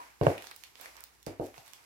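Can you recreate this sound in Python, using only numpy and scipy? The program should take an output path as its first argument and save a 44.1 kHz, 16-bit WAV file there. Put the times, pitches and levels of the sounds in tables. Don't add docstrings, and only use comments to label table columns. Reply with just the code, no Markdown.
import sys
import numpy as np
from scipy import signal
from scipy.fft import rfft, irfft, next_fast_len
from scipy.io import wavfile

SR = 44100
rng = np.random.default_rng(int(sys.argv[2]) if len(sys.argv) > 2 else 0)


def dump_mix(stems):
    frames = np.atleast_2d(stems).T
    limited = np.clip(frames, -1, 1)
    pcm = np.round(limited * 32767).astype(np.int16)
    wavfile.write(sys.argv[1], SR, pcm)


N = 81585
KNOCK_PAN_DB, ECHO_SEND_DB, ROOM_SEND_DB = -3.5, -5.5, -4


def steps():
    # t/s, knock/dB, knock pitch/Hz, knock rise/s, thump/dB, ring/dB, clack/dB, send/dB
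    contacts = [(0.2124, -14, 472, 0.00061, -25, -29.5, -27, 2),
                (0.2669, -6, 570, 0.0008, -18, -33, -17, -5.5),
                (1.2687, -25, 478, 0.00057, -52.5, -43.5, -43, 1.5),
                (1.3979, -19, 504, 0.00046, -44, -43.5, -45, 2.5)]
    out = 0
    for s, knock_db, hz, rise, thump_db, ring_db, clack_db, send_db in contacts:
        blow = undb(knock_db) * knock(s, hz, rise)
        flex = undb(thump_db) * thump(s)
        clack = undb(clack_db) * sole_clack(s)
        ring = undb(ring_db) * floor_ring_and_jolt(s)
        direct = place(blow, KNOCK_PAN_DB) + place(clack, pan_db=-11.5) + flex + ring
        send = undb(send_db) * (blow + clack)
        echoes = undb(ECHO_SEND_DB) * reflections(send)
        tail = reverb(undb(ROOM_SEND_DB) * send + undb(-1) * flex) * pan(0.5)
        out = out + direct + echoes + tail
    return out


def knock(s, hz, rise):
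    t = since(s)
    pulse = -np.sin(2 * np.pi * hz * t) * swell(t, rise)
    lowpass = signal.butter(3, 2.3 * hz, fs=SR, output="sos")
    return signal.sosfilt(lowpass, delay(pulse, -0.000277))


def thump(s, start_hz=184.1, end_hz=69, glide_s=0.02, rise_s=0.0075):
    t = since(s)
    cycles = end_hz * t + (start_hz - end_hz) * glide_s * (1 - np.exp(-t / glide_s))
    return -np.sin(2 * np.pi * cycles) * swell(t, rise_s)


def sole_clack(s):
    # f/Hz, level/dB, t60/s
    modes = [(904, -3, 0.0207), (1096, -1, 0.018), (1558, -9, 0.016), (1850, -19.5, 0.021),
             (2274, -19.5, 0.037), (2787, -16.5, 0.016)]
    t = since(s)
    ring = sum((-1) ** k * mode(t, hz, db, t60) for k, (hz, db, t60) in enumerate(modes))
    grit = undb(-6) * tick(s, bright_db=-7.5)
    return ring + grit


def floor_ring_and_jolt(s, build_s=0.0033):
    # f/Hz, level/dB, t60/s, left over right/dB
    resonances = [(42, -14, .17, 12), (56, 2.5, 0.068, 7.5), (100.2, 1.5, .27, 5.5), (138, 9.5, 0.094, 1),
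                  (283.2, 2.5, .19, 0), (552, -31, 0.073, 0), (697, -9.5, 0.32, 2.5)]
    t = since(s)
    ring = sum(mode(t, hz, db, t60) * pan(side) for hz, db, t60, side in resonances)
    return ring * (1 - np.exp(-t / build_s))


def sole_settle():
    # t/s, knock/dB, knock pitch/Hz, knock rise/s, thump/dB
    contacts = [(1.5792, -40, 768, 0.0008, -55.5)]
    return sum(undb(db) * knock(s, hz, rise) + undb(thump_db) * thump(s)
               for s, db, hz, rise, thump_db in contacts)


def lace_ticks():
    # t/s, level/dB, brightness/dB
    taps = [(0.2345, -30.5, -7.5), (0.38, -31.5, -5), (0.4227, -32.5, -1.5), (0.4424, -35.5, -9),
            (0.4704, -31, -3.5), (0.5125, -32, -2), (0.5625, -43, 13.5), (0.637, -31, -0.5),
            (0.7555, -40, -6), (0.7998, -41, -13.5), (0.8121, -43.5, 17), (0.8581, -34, -6.5),
            (0.9676, -39.5, 2), (1.0061, -42.5, 11), (1.0389, -38.5, 14.5), (1.229, -46, 10.5),
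            (1.265, -30.5, 2.5), (1.4615, -46.5, 10), (1.5424, -42, -7), (1.5795, -40, -3.5),
            (1.679, -38, 1), (1.7345, -34, 4.5)]
    return sum(undb(db) * tick(s, bright_db) for s, db, bright_db in taps)


def tick(s, bright_db, decay_s=0.0012):
    # f/Hz, level/dB
    spectrum = [(100, -42.5), (280, -21.5), (550, -10.5), (1200, -6), (2400, -3.5), (4000, -4),
                (8000, -10.5), (13000, -11), (16000, -14)]
    t = since(s)
    burst = rng.standard_normal(N) * (t > 0) * np.exp(-np.minimum(t / decay_s, 20))
    tilt_db = lambda f: 2 * bright_db * np.log10((f + 300) / 4000)
    return filtered(burst, lambda f: undb(along(f, spectrum) + tilt_db(f)))


def leather_creaks(width_hz=790, rise_s=0.0018):
    # t/s, level/dB, resonance/Hz
    folds = [(0.378, -57.5, 2200), (0.514, -48, 1883), (0.857, -51.5, 2130), (1.543, -67, 2630),
             (1.562, -62, 2612), (1.5776, -69, 2686)]
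    return sum(undb(db) * band_noise(hz, width_hz) * swell(since(s), rise_s) for s, db, hz in folds)


def hand_brush(fade_s=0.027):
    return undb(-53) * band_noise(hz=960, width_hz=350) * np.exp(-(since(0) / fade_s) ** 2)


def rustle(slips_per_s=1200, spread_db=5, blur_s=0.028):
    # t/s, body level/dB, treble level/dB
    movement = [(0, -54, -58.5), (.05, -61, -66.5), (.1, -64, -69.5), (.19, -76, -71.5), (0.228, -50, -58),
                (.3, -47.5, -53), (.36, -54.5, -71), (0.438, -64.5, -56), (.5, -60, -67), (.58, -73.5, -63),
                (.65, -65, -65), (.73, -72, -72.5), (0.826, -55, -54), (.865, -56, -63), (.93, -71, -65),
                (0.973, -55, -65), (1.04, -70, -71), (1.119, -71, -72), (1.257, -78, -72.5),
                (1.27, -53.5, -51), (1.32, -65.5, -105), (1.385, -71.5, -72.5), (1.44, -61.5, -59),
                (1.521, -70, -75.5), (1.56, -62, -59.5), (1.624, -69.5, -69), (1.668, -60.5, -60),
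                (1.71, -71.5, -69.5), (1.746, -66, -62), (1.79, -65, -70.5), (1.85, -68.5, -69)]
    # f/Hz, level/dB
    body = [(100, -24.5), (300, -4.5), (600, -2.5), (900, 4.5), (1300, 0.5), (2300, 1), (3500, -11),
            (6000, -18), (16000, -30.5)]
    # f/Hz, level/dB
    treble = [(1000, -13), (3000, 2.5), (5500, 5.5), (9000, 0.5), (12500, 3.5), (16000, -9)]
    times, body_db, treble_db = np.array(movement).T
    hold = np.exp(-1 / (blur_s * SR))
    out = 0
    for levels_db, spectrum in ((body_db, body), (treble_db, treble)):
        envelope = undb(np.interp(since(0), times, levels_db))
        slips = (rng.random(N) < slips_per_s / SR) * rng.standard_normal(N)
        slips *= undb(spread_db * np.minimum(rng.exponential(size=N), 4))
        friction = unit(colour(unit(slips) + rng.standard_normal(N), spectrum))
        lingering = np.sqrt(signal.lfilter([1 - hold], [1, -hold], envelope ** 2))
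        wash = unit(colour(rng.standard_normal((2, N)), spectrum)) * lingering
        out = out + undb(-7) * place(friction * envelope, pan_db=-18) + undb(2) * wash
    return out


def reflections(x):
    # delay/s, left/dB, right/dB, extra left delay/s
    returns = [(.0018, -11, -22, .0002), (.0085, -11, -16, .0001), (.0141, -3, -7, .0001),
               (.0159, -7, -16, .0001), (.0224, -10, -8, .0001), (.0313, -11, -12, 0),
               (.0347, -16, -10, .0001), (.0377, -14, -13, .0001), (.0488, -12, -13, 0)]
    return sum(np.array([undb(left) * delay(x, s + lag), undb(right) * delay(x, s)])
               for s, left, right, lag in returns)


def reverb(x, length_s=0.5, build_s=0.005, shared_hz=756):
    # f/Hz, level/dB
    spectrum = [(60, -18), (130, -22.5), (200, -8), (290, 10.5), (450, 4), (700, 5), (1200, -5),
                (3000, 5.5), (14000, -7.5)]
    # f/Hz, t60/s
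    decay = [(80, 0.24), (300, .28), (700, 0.28), (2000, 0.23), (12000, .22)]
    t = np.arange(int(length_s * SR)) / SR
    noise = rng.standard_normal((3, len(t)))
    shared = lambda f: 1 / (1 + (f / shared_hz) ** 2)
    centre = filtered(noise[0], lambda f: np.sqrt(shared(f)))
    sides = filtered(noise[1:], lambda f: np.sqrt(1 - shared(f)))
    tail = 0
    for hz in 2. ** np.arange(6, 15):
        fade = undb(-60 * t / along(hz, decay)) * (1 - np.exp(-t / build_s))
        band = filtered(centre + sides, lambda f: np.maximum(1 - np.abs(np.log2((f + 1e-3) / hz)), 0))
        tail = tail + band * fade / np.sqrt(np.sum(fade ** 2))
    return signal.fftconvolve(colour(tail, spectrum), x[None], axes=1)[:, :N]


def room_tone(hum_hz=59, waver=0.2):
    # f/Hz, relative level/dB
    spectrum = [(15, -45.5), (25, -39.5), (61, -7.5), (217, -17.5), (301, -19.5), (384, -17), (439, -19.5),
                (641, -37), (2160, -28.5), (3080, -28.5), (16000, -37.5)]
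    # t/s, level/dB
    hum_levels = [(0, -76.5), (0.749, -79.5), (.92, -70), (1.2, -70.5), (1.5, -73), (1.85, -79.5)]
    t = since(0)
    hum = np.sqrt(2) * np.sin(2 * np.pi * hum_hz * t) + waver * band_noise(hum_hz, width_hz=9)
    hiss = undb(-70.5) * unit(colour(rng.standard_normal((2, N)), spectrum))
    return hiss + hum * undb(np.interp(t, *np.array(hum_levels).T))


def undb(db):
    return 10 ** (np.asarray(db) / 20)


def unit(x):
    return x / np.sqrt(np.mean(x ** 2))


def since(s):
    return np.maximum(np.arange(N) / SR - s, 0)


def swell(t, rise):
    return t / rise * np.exp(1 - t / rise)


def mode(t, hz, db, t60):
    return undb(db - 60 * t / t60) * np.sin(2 * np.pi * hz * t)


def band_noise(hz, width_hz):
    return unit(filtered(rng.standard_normal(N), lambda f: 1 / (1 + (2 * (f - hz) / width_hz) ** 2)))


def along(hz, points):
    freqs, values = np.array(points).T
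    return np.interp(np.log(hz + 1e-3), np.log(freqs), values)


def filtered(x, response):
    length = x.shape[-1]
    size = next_fast_len(length + SR // 10)
    freqs = np.arange(size // 2 + 1) * SR / size
    return irfft(rfft(x, size) * response(freqs), size)[..., :length]


def colour(x, points):
    return filtered(x, lambda f: undb(along(f, points)))


def delay(x, s):
    return filtered(x, lambda f: np.exp(-2j * np.pi * f * s))


def pan(db):
    return undb(np.array([[db], [-db]]) / 2)


def place(x, pan_db, lag_s=0.00038):
    return np.array([delay(x, lag_s), x]) * pan(pan_db)


def scene():
    rubs = hand_brush() + leather_creaks()
    ticks = lace_ticks()
    settle = sole_settle()
    direct = place(settle, KNOCK_PAN_DB) + place(ticks, pan_db=-17.5) + undb(8) * place(rubs, pan_db=2.5)
    tail = reverb(undb(ROOM_SEND_DB) * settle + undb(1) * ticks + undb(-1.5) * rubs)
    return steps() + direct + tail + rustle() + room_tone()


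def record(dry):
    left_cut_hz, right_cut_hz, top_hz = 30, 65, 16200
    thinned = [signal.sosfilt(signal.butter(1, hz, "high", fs=SR, output="sos"), side)
               for hz, side in zip((left_cut_hz, right_cut_hz), dry)]
    return signal.sosfilt(signal.ellip(8, .2, 70, top_hz, fs=SR, output="sos"), np.array(thinned))


dry = scene()
out = record(dry)
dump_mix(out)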